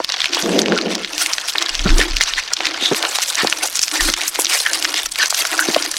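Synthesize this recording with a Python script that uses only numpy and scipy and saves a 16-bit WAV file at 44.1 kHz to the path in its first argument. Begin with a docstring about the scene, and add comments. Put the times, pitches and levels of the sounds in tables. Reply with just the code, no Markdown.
"""At a table in a quiet room, kittens lick and gnaw a lump of raw meat right at the microphone.
Films of saliva snap in sharp smacks, and every stroke of tongue or teeth squelches with a dense
crackle of tiny ruptures. Tugs on the meat knock on the table, fur brushes the microphone and its
stand sways. This close, the loudest smacks overload it."""
import sys
import numpy as np
from scipy import signal
from scipy.fft import rfft, irfft
from scipy.io import wavfile
from scipy.ndimage import uniform_filter1d, minimum_filter1d

SR = 44100
rng = np.random.default_rng(int(sys.argv[2]) if len(sys.argv) > 2 else 0)


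def file_out(sig):
    """Save sig as 16-bit WAV at sys.argv[1]."""
    # one column per channel
    cols = np.atleast_2d(sig).T
    # limit, then scale
    lim = np.clip(cols, -1, 1)
    pcm = np.round(lim * 32767).astype(np.int16)
    wavfile.write(sys.argv[1], SR, pcm)


N = 263718
TIME = np.arange(N) / SR

# lips and tongue parting: (time [s], energy [dB re full scale for 1 ms], pitch [Hz], base width [oct])
SMACKS = [(0.0461, -5.5, 4380, .9), (0.1217, -8.5, 4600, .7), (0.141, -9.5, 2240, 1.7),
          (0.2037, -6.5, 3500, 0.43), (0.2176, -5.5, 3400, 0.24), (0.2432, -4.5, 3400, 1.9),
          (0.2573, -4.5, 2960, .7), (0.3338, -8.5, 3900, .9), (0.3473, -1, 4240, 0.45),
          (0.4244, -10.5, 5140, 0.58), (0.5905, -1, 4000, 0.42), (0.6179, -7, 5360, 0.46),
          (0.6595, -8, 2780, 1.2), (0.6832, -10, 2000, 3), (0.7216, -5.5, 1620, 0.53),
          (0.7772, -8.5, 4280, 0.37), (0.7873, -8.5, 2100, 1.7), (0.8132, -10.5, 4300, 0.34),
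          (0.9526, -7.5, 4950, 0.92), (1.047, -9.5, 2900, .9), (1.1804, -7.5, 3880, 1.2),
          (1.2614, -5.5, 3500, 1.5), (1.334, 0.5, 5100, 0.36), (1.3827, -7.5, 2590, 0.88),
          (1.4853, -10, 2600, 1.6), (1.557, -7.5, 2070, .7), (1.583, -2.5, 3780, 0.48),
          (1.6246, -3, 4630, 1), (1.6618, -9, 3870, 0.33), (1.6929, -8, 4300, 0.55),
          (1.7523, -7.5, 4050, 1), (1.7935, -9, 3050, .5), (1.892, -9, 2320, 0.46),
          (1.9829, -3, 5300, 0.63), (2.0011, -14, 4030, 1.3), (2.0138, -5, 2600, 1.3),
          (2.1678, 3, 3850, 1.3), (2.2098, 5, 1670, 0.65), (2.2147, -2, 4370, 0.91),
          (2.2364, -4, 5400, 0.73), (2.3365, -6.5, 3220, 0.45), (2.5349, -2, 5800, 0.32),
          (2.5683, -10, 3640, 1.1), (2.606, -9.5, 2600, 0.43), (2.655, -5, 3260, 1.1),
          (2.6687, -2, 3330, 1.2), (2.8588, -3, 3380, 0.3), (2.9469, -10.5, 1800, 1.7),
          (3.0272, -6, 3200, 1), (3.051, -6.5, 2320, 1.1), (3.1573, -8.5, 4130, 0.75),
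          (3.1863, -7, 1240, 1.2), (3.2199, -12, 4950, 1.1), (3.2361, -11, 4800, 1.2),
          (3.3544, -7.5, 4370, 0.85), (3.472, -3, 2970, .9), (3.499, -10, 6400, 1.1),
          (3.5259, -2.5, 2550, 0.45), (3.7557, -8, 5730, 0.6), (3.772, -13, 5930, .7),
          (3.7926, -3, 5000, 0.39), (3.817, -9, 5800, 0.35), (3.8316, 3, 5060, 0.42),
          (3.836, -4.5, 5600, 0.47), (3.881, -8.5, 3350, 1.5), (3.9147, -11.5, 3700, 1.6),
          (4.008, -1, 3370, 2.2), (4.1004, -8, 5400, 0.67), (4.1382, -3, 3800, 1), (4.2153, -10, 3080, 1),
          (4.2795, -7.5, 5760, 0.49), (4.358, -10.5, 2120, 1.5), (4.3977, -7, 8500, 0.74),
          (4.4198, -9, 6540, 1.1), (4.4471, -3.5, 5330, 0.28), (4.4558, -7, 4500, .8),
          (4.4683, -8, 3640, 0.78), (4.664, -5, 2000, 0.86), (4.6698, -8.5, 1750, .6),
          (4.7332, -2, 6460, 0.71), (4.8254, -8, 3860, 0.94), (4.8466, -3.5, 2660, 1.2),
          (4.8513, -4, 2400, 0.66), (4.942, -8, 3200, 0.85), (5.158, -11, 2700, 1.3),
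          (5.2358, -7.5, 1800, 1.2), (5.259, -7.5, 4900, .4), (5.306, 6, 6000, 0.77),
          (5.346, -3.5, 4160, 0.7), (5.4522, -7, 1820, 0.56), (5.5306, -12, 2700, 1.6),
          (5.5925, -3.5, 1610, 0.46), (5.7459, -2, 3000, 0.99), (5.7636, -8.5, 850, 0.95),
          (5.8249, -9, 4640, 0.75), (5.9148, -10, 7500, 1), (5.968, -7, 6000, 2.1)]
# steady chewing; the second kitten, from 3.1 s on, is crisper: (time [s], level [dB], sizzle [dB])
CHEWING = [(0.0, -26, -17), (0.28, -33, -20), (0.42, -29, -5), (0.7, -36.5, -19), (0.95, -33, -22),
           (1.25, -34, 4.5), (1.42, -32, -7.5), (1.8, -31, -11.5), (2.0, -31, -12), (2.45, -33, -16.5),
           (2.78, -31, -17), (3.1, -30, -0.5), (3.85, -35, 3.5), (4.5, -30.5, 0), (4.85, -32.5, 2),
           (5.3, -30, 2), (5.7, -28, -1.5), (5.98, -35, 0.5)]
# jaws resting between bites: (middle [s], length [s])
JAW_RESTS = [(0.019, 0.018), (0.062, 0.017), (1.07, 0.0047), (1.508, .012), (2.543, 0.012), (4.151, 0.0089),
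             (4.293, 0.022), (4.468, 0.027), (5.108, 0.037), (5.291, 0.0053)]
# bites squelching in the mouth: (middle [s], length [s], level [dB], centre [Hz])
BITES = [(0.243, .035, -29, 3200), (0.343, 0.022, -22.5, 2870), (0.39, .02, -22.5, 1850),
         (0.543, 0.038, -27.5, 3330), (0.738, 0.033, -30.5, 1800), (0.918, 0.021, -26, 3600),
         (1.301, 0.017, -21.5, 1320), (1.445, 0.012, -30, 1110), (1.619, 0.0082, -19, 1300),
         (1.724, 0.052, -34, 1300), (1.865, 0.014, -20, 800), (1.895, 0.014, -21.5, 2430),
         (2.011, 0.03, -19.5, 2290), (2.224, 0.013, -21.5, 3600), (2.285, 0.019, -19.5, 2950),
         (2.387, 0.019, -20, 2860), (2.518, .008, -21.5, 740), (2.656, 0.02, -22.5, 2180),
         (2.853, 0.049, -24, 4030), (3.039, 0.033, -19, 750), (3.31, .025, -30.5, 1700),
         (3.401, 0.03, -17.5, 1730), (3.471, 0.0087, -18.5, 1400), (3.64, .02, -19.5, 700),
         (3.947, 0.029, -26.5, 910), (4.23, 0.056, -25, 2420), (4.89, 0.017, -28.5, 1400),
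         (4.975, 0.02, -18.5, 3600), (5.22, 0.031, -18, 2900), (5.532, 0.025, -22, 950)]
# the barbed tongue hissing over the meat: (middle [s], length [s], level [dB], width [oct])
RASPS = [(0.401, 0.024, -26.5, 1), (0.596, .015, -27, 1.1), (1.219, 0.031, -18.5, 2.85),
         (1.492, 0.016, -19.5, 2.8), (1.995, 0.048, -24, 1), (2.969, 0.021, -23, 3),
         (3.155, 0.013, -20, 4.4), (3.227, 0.01, -17, 2.7), (3.293, .016, -19.5, 2.8),
         (3.633, 0.01, -17, 2.4), (3.664, 0.014, -19, 2.05), (3.763, 0.013, -18, 2),
         (3.835, 0.022, -21, 1.5), (3.958, 0.024, -21.5, 4.8), (4.042, 0.039, -20, 3.6),
         (4.088, 0.012, -17.5, 4), (4.281, 0.017, -14, 0.87), (4.409, 0.019, -10.5, 0.79),
         (4.533, 0.043, -18, 4.4), (4.589, 0.049, -18.5, 1.4), (4.75, 0.028, -23.5, 5.2),
         (5.061, 0.0047, -19.5, 3), (5.12, 0.0056, -20.5, 2.25), (5.394, 0.033, -19, 3.4),
         (5.609, 0.011, -11.5, 0.76), (5.851, 0.0045, -24, 8)]
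# colour of wet flesh: (frequency [Hz], level [dB per third octave])
FLESH_COLOUR = [(450, -14), (710, -10), (1130, -9.5), (1430, -7), (1800, -6.5), (2260, -6), (3590, -4.5),
                (5700, -2.5), (7180, -6.5), (9050, -7), (11400, -11), (14370, -21.5)]
# sucking laps: (middle [s], length [s], level [dB], pitch [Hz])
LAPS = [(0.772, 0.014, -22.5, 1480), (2.011, 0.011, -16, 1850), (2.384, 0.011, -19.5, 1800),
        (2.855, 0.04, -18, 3660), (3.408, 0.031, -23.5, 1840), (4.002, 0.012, -17, 1830),
        (4.664, 0.015, -19.5, 1790), (4.701, 0.013, -23.5, 1650), (5.202, 0.0085, -17.5, 1810),
        (5.229, 0.015, -15.5, 1564), (5.591, 0.0052, -17, 1550), (5.619, 0.014, -18, 1550)]
# jaws and paws knocking the meat: (time [s], level [dB], pitch [Hz])
KNOCKS = [(0.002, -10, 536), (0.37, -10.5, 730), (1.553, -15.5, 637), (1.856, -9.5, 111),
          (1.861, -19.5, 294), (1.991, -13, 337), (2.604, -16.5, 606), (2.823, -23, 345),
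          (2.914, -10.5, 333), (3.433, -14, 251), (3.447, -8, 506), (4.085, -19, 314), (4.39, -11, 570),
          (5.326, -12.5, 1000), (5.686, -11, 320), (5.762, -4, 510)]
# tugs on the meat: (start [s], length [s], level [dB])
TUGS = [(0.303, 0.68, -33.5), (1.094, 0.17, -43.5), (1.555, 0.13, -41), (1.856, 0.21, -29),
        (2.594, 0.49, -40), (3.385, 0.26, -44.5), (3.933, .17, -33.5), (4.17, 0.084, -46),
        (4.374, 0.12, -44.5), (4.707, 0.28, -41.5), (5.195, 0.03, -49), (5.413, 0.014, -44),
        (5.528, 0.35, -37)]
# fur on the microphone: (time [s], level [dB])
FUR_RUB = [(0.41, -78), (0.435, -20.5), (0.58, -14.5), (0.665, -22.5), (0.73, -12), (0.79, -31),
           (0.865, -19.5), (1.03, -33.5), (1.3, -89)]
# colour of that rub: (frequency [Hz], level [dB])
FUR_COLOUR = [(100, -35), (150, -22), (185, 3), (260, -4.5), (350, -2), (500, -4), (680, -10), (850, -17),
              (1300, -28)]
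# nudges to the microphone stand: (time [s], level [dB])
NUDGES = [(1.73, -33), (1.81, -21), (1.921, -7), (2.12, -19.5), (2.34, -38), (4.03, -22), (5.06, -47)]
# colours of the stand's shudder and of the room tone: (frequency [Hz], level [dB])
SHUDDER_COLOUR = [(20, -36), (60, 0), (115, -10), (200, -6.5), (320, 9), (450, -40)]
ROOM_COLOUR = [(20, 5), (60, -1.5), (150, -3.5), (250, -3), (400, -25), (700, -27)]

TUG_ATTACK_S, TUG_RELEASE_S = 0.0086, 0.024


def smacks(tear_db=-7, tear_s=0.00067, tail_db=-33, tail_s=0.0076, widen=1.3, lips_hz=8500):
    """A saliva film snaps, tears on (more if big) and rings the mouth; the lips muffle its top."""
    out, t = np.zeros(N), TIME[:1024]
    rows = small_smacks() + list(SMACKS)
    for s, db, hz, octaves in rows:
        tearing = from_db(tear_db + db) * np.exp(-t / tear_s) + from_db(tail_db) * np.exp(-t / tail_s)
        snap = (t == 0) + rng.standard_normal(len(t)) * tearing
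        sound = band(snap, hz, widen * octaves) + from_db(-11) * band(snap, hz=2530, octaves=1.9)
        top_hz = np.clip(lips_hz * brightness(s), 1.3 * hz, .4 * SR)
        sound = pass_filter(sound, "low", top_hz, order=4)
        energy = np.sum(sound ** 2) * 1000 / SR
        add(out, s, from_db(db) * sound / np.sqrt(energy))
    return out


def small_smacks(count=70, level_db=-18.5, base_hz=4460):
    """Rows of lesser smacks that fall at random, fainter while the jaws rest."""
    times = rng.uniform(0, N / SR, count)
    scatter = np.clip(rng.standard_normal((count, 2)), -2, 2)
    return [(s, level_db + jaw_rest_db(s) + .5 * louder, base_hz * brightness(s) * 2 ** (.4 * up), .9)
            for s, (louder, up) in zip(times, scatter)]


def brightness(s, octaves_per_db=.03):
    """Frequency factor by which smacks open up as the chewing sizzles more."""
    times, _, sizzle_db = np.transpose(CHEWING)
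    return 2 ** (octaves_per_db * np.interp(s, times, sizzle_db))


def chewing_crackle(bed_db=1.5, even_s=0.065, fold_db=3.0, fold_s=.012):
    """Ruptures sound in all bands at once; folds of flesh colour them and strokes swell them."""
    level_db, sizzle_db = in_time(CHEWING)
    level_db = level_db + jaw_rest_db(TIME)
    pulling = sum(held(s, length, TUG_ATTACK_S, TUG_RELEASE_S) for s, length, _ in TUGS)
    fullness_db = -6.5 + 5.5 * pulling  # more low end while the teeth pull on the meat
    chewing = ruptures(per_s=2600, spread_db=2.5, clump_db=3.5, clump_s=.003)
    rasping = ruptures(per_s=7000, spread_db=2.5, clump_db=2.0, clump_s=0.0011)
    out = np.zeros(N)
    for hz in 400 * 2 ** ((np.arange(16) + .5) / 3):  # third octaves
        low, high = at_hz([(700, 1), (3500, 0)], hz), at_hz([(5000, 0), (11000, 1)], hz)
        bed = from_db(bed_db + level_db + low * fullness_db + high * sizzle_db)
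        chew_noise, rasp_noise, fold_noise = rng.standard_normal((3, N))
        grains = bed * evened(chewing * chew_noise, even_s)
        grains += squelch_envelope(hz) * evened(rasping * rasp_noise, even_s)
        folds = rms_one(from_db(fold_db * smoothed(fold_noise, fold_s)))
        out += from_db(at_hz(FLESH_COLOUR, hz)) * air_pockets(grains * folds, hz)
    return out


def ruptures(per_s, spread_db, clump_db, clump_s):
    """Sizes of tiny saliva ruptures: many small, a few large, coming in little avalanches."""
    born = rng.random(N) < per_s / SR
    sizes = from_db(spread_db * np.minimum(rng.exponential(1, N), 5))
    clumps = smoothed(rng.standard_normal(N), clump_s)
    return born * sizes * from_db(clump_db * clumps)


def squelch_envelope(hz, bite_octaves=1.55, rasp_hz=11700, peel_s=0.0073, peel_db=-22, peel_octaves=1.38):
    """Bites, rasps and flesh peeling at each main smack swell the bands near their own pitch."""
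    bites = [(s, length, db, centre, bite_octaves) for s, length, db, centre in BITES]
    rasps = [(s, length, db, rasp_hz, octaves) for s, length, db, octaves in RASPS]
    peels = [(s, peel_s, db + peel_db, centre, peel_octaves) for s, db, centre, _ in SMACKS]
    power = np.zeros(N)
    for s, length, db, centre, octaves in bites + rasps + peels:
        near = slice(max(int((s - 2 * length) * SR), 0), int((s + 2 * length) * SR))
        distance = ((TIME[near] - s) / length) ** 2 + (np.log2(hz / centre) / octaves) ** 2
        power[near] += from_db(db) ** 2 * np.exp(-2 * distance)
    return np.sqrt(power)


def air_pockets(grains, hz, ringing=0.37, linger_s=.012):
    """A third octave of crackle; in the higher bands part rings one of three shifting air pockets."""
    band_share = 2 * hz * (2 ** (1 / 6) - 2 ** (-1 / 6)) / SR
    plain = band(grains, hz, 1 / 3) / np.sqrt(band_share)
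    if hz < 1200:
        return plain
    open_now = rng.integers(3, size=N)[(TIME / linger_s).astype(int)]
    pops = grains * rng.choice([-1, 1], N)
    rings = sum(band(pops * (open_now == k), hz * 2 ** ((k - 1) / 9), 1 / 27, order=1) for k in range(3))
    return np.sqrt(1 - ringing) * plain + np.sqrt(ringing * 6 / band_share) * rings


def jaw_rest_db(t, depth_db=-14):
    """How far the chewing drops while the jaws rest."""
    return depth_db * sum(np.exp(-np.minimum(((t - s) / length) ** 2, 20)) for s, length in JAW_RESTS)


def laps(gain_db=1.5):
    """Ruptures inside the half-closed mouth ring its cavity."""
    grains = ruptures(per_s=2500, spread_db=2.0, clump_db=2.0, clump_s=.002)
    out = np.zeros(N)
    for s, length, db, hz in LAPS:
        swell = from_db(db + gain_db) * np.exp(-((TIME - s) / length) ** 2)
        out += swell * evened(band(grains, hz, octaves=.2), span_s=0.02)
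    return out


def knocks(gain_db=3.5, squash_db=-18, squash_s=0.012):
    """A soft blow with little bass; the flesh then gives way, more briefly under a higher knock."""
    out, t = np.zeros(N), TIME[:4096]
    for s, db, hz in KNOCKS:
        decay_s = squash_s * min(300 / hz, 1) ** 1.9
        squash = from_db(squash_db) * rng.standard_normal(len(t)) * np.exp(-t / decay_s)
        blow = band((t == 0) + squash, hz, octaves=1.37)
        blow = pass_filter(blow, "high", 0.39 * hz, order=3)
        add(out, s, from_db(db + gain_db) * blow / np.abs(blow).max())
    return out


def table_ring(hz=323, width_hz=57, gain_db=2.0, idle_db=-58):
    """One low mode of the table under the meat, kept ringing by the tugging."""
    mode = band(rng.standard_normal(N), hz, np.log2(1 + width_hz / hz), order=1)
    ring = evened(band(mode, hz, octaves=0.43), span_s=0.12)
    tugging = sum(from_db(db) * held(s, length, TUG_ATTACK_S, TUG_RELEASE_S) for s, length, db in TUGS)
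    return from_db(gain_db) * (from_db(idle_db) + tugging) * ring


def fur_rub():
    """A dull rub while the coat slides along the microphone itself."""
    return from_db(in_time(FUR_RUB)[0]) * evened(coloured_noise(FUR_COLOUR), span_s=0.057)


def stand_sway(rocking_hz=28.16, wander=0.147, shudder_db=-18, flutter_db=2.0):
    """The nudged microphone stand rocks unevenly at its own slow rate and shudders a little."""
    hz = rocking_hz * (1 + wander * coloured_noise([(1, 0.006), (8, 0)]))
    rocking = np.sqrt(2) * np.sin(2 * np.pi * np.cumsum(hz) / SR)
    shudder = from_db(shudder_db) * coloured_noise(SHUDDER_COLOUR)
    flutter = from_db(flutter_db * coloured_noise([(3, -16), (15, -11), (25, 13)]))
    swing = sum(from_db(db) * held(s, hold_s=0.033, attack_s=0.022, release_s=0.038) for s, db in NUDGES)
    return swing * flutter * (rocking + shudder)


def room_tone(level_db=-56):
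    """The faint, low rumble of the room behind the kittens."""
    return from_db(level_db) * coloured_noise(ROOM_COLOUR)


def from_db(db):
    return 10 ** (np.asarray(db) / 20)


def rms_one(x):
    return x / np.sqrt(np.mean(x ** 2) + 1e-20)


def smoothed(noise, span_s):
    """Noise averaged into a slower drift; rms 1."""
    return rms_one(uniform_filter1d(noise, int(span_s * SR)))


def evened(x, span_s):
    """Keeps the fine grain but holds the rms near 1 over a span."""
    size = int(span_s * SR)
    power = uniform_filter1d(uniform_filter1d(x ** 2, size), size)
    return x / np.sqrt(np.abs(power) + 1e-12)


def held(start, hold_s, attack_s, release_s):
    """An envelope that swells up to a start, holds, and dies away."""
    early, late = np.maximum(start - TIME, 0), np.maximum(TIME - start - hold_s, 0)
    return np.exp(-np.minimum((early / attack_s) ** 2 + late / release_s, 60))


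def in_time(rows):
    """The columns of a curve at every sample."""
    s, *columns = np.transpose(rows)
    return [np.interp(TIME, s, c) for c in columns]


def at_hz(points, hz):
    """A spectrum read on a log-frequency axis."""
    frequencies, values = np.transpose(points)
    return np.interp(np.log(hz), np.log(frequencies), values)


def pass_filter(x, kind, hz, order):
    return signal.sosfilt(signal.butter(order, hz, kind, fs=SR, output="sos"), x)


def band(x, hz, octaves, order=2):
    """Causal band-pass around a centre."""
    edges = np.clip([hz * 2 ** (-octaves / 2), hz * 2 ** (octaves / 2)], 10, [.4 * SR, .45 * SR])
    return pass_filter(x + 1e-18, "band", edges, order)


def coloured_noise(colour):
    """Noise of a (frequency [Hz], level [dB]) spectrum that falls away above its last point; rms 1."""
    hz = np.maximum(np.fft.rfftfreq(N, 1 / SR), 1)
    gain = from_db(at_hz(colour, hz)) * np.minimum(1, colour[-1][0] / hz) ** 2
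    return rms_one(irfft(rfft(rng.standard_normal(N)) * gain, N))


def add(out, s, sound):
    """Mixes a sound in at a time."""
    start = int(np.clip(s * SR, 0, N - 1))
    out[start:start + len(sound)] += sound[:N - start]


def scene(mouth_lowest_hz=430, bounce_s=0.0028, bounce_db=-20):
    """One close microphone hears the small, bassless mouths directly and again off the table top."""
    crackle = pass_filter(chewing_crackle(), "high", mouth_lowest_hz, order=4)
    mouths = crackle + smacks() + laps()
    add(mouths, bounce_s, from_db(bounce_db) * mouths)
    room = room_tone()
    return (mouths + knocks() + table_ring() + fur_rub() + stand_sway() + room)[None]


def record(dry, limit_db=3.0, release_db_per_s=1200, cutoff_hz=15900):
    """A fast limiter ducks the loudest smacks, what is left flattens at full scale; the top is cut."""
    over_db = np.maximum(20 * np.log10(np.abs(dry[0]) + 1e-9) - limit_db, 0)
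    recovery_db = release_db_per_s * TIME
    duck_db = np.maximum.accumulate(over_db + recovery_db) - recovery_db
    gain_db = uniform_filter1d(minimum_filter1d(-duck_db, size=25), size=25)
    limited = dry * from_db(gain_db)
    clipped = limited / (1 + limited ** 16) ** (1 / 16)
    return signal.sosfilt(signal.ellip(10, .1, 80, cutoff_hz, fs=SR, output="sos"), clipped)


dry = scene()
out = record(dry)
file_out(out)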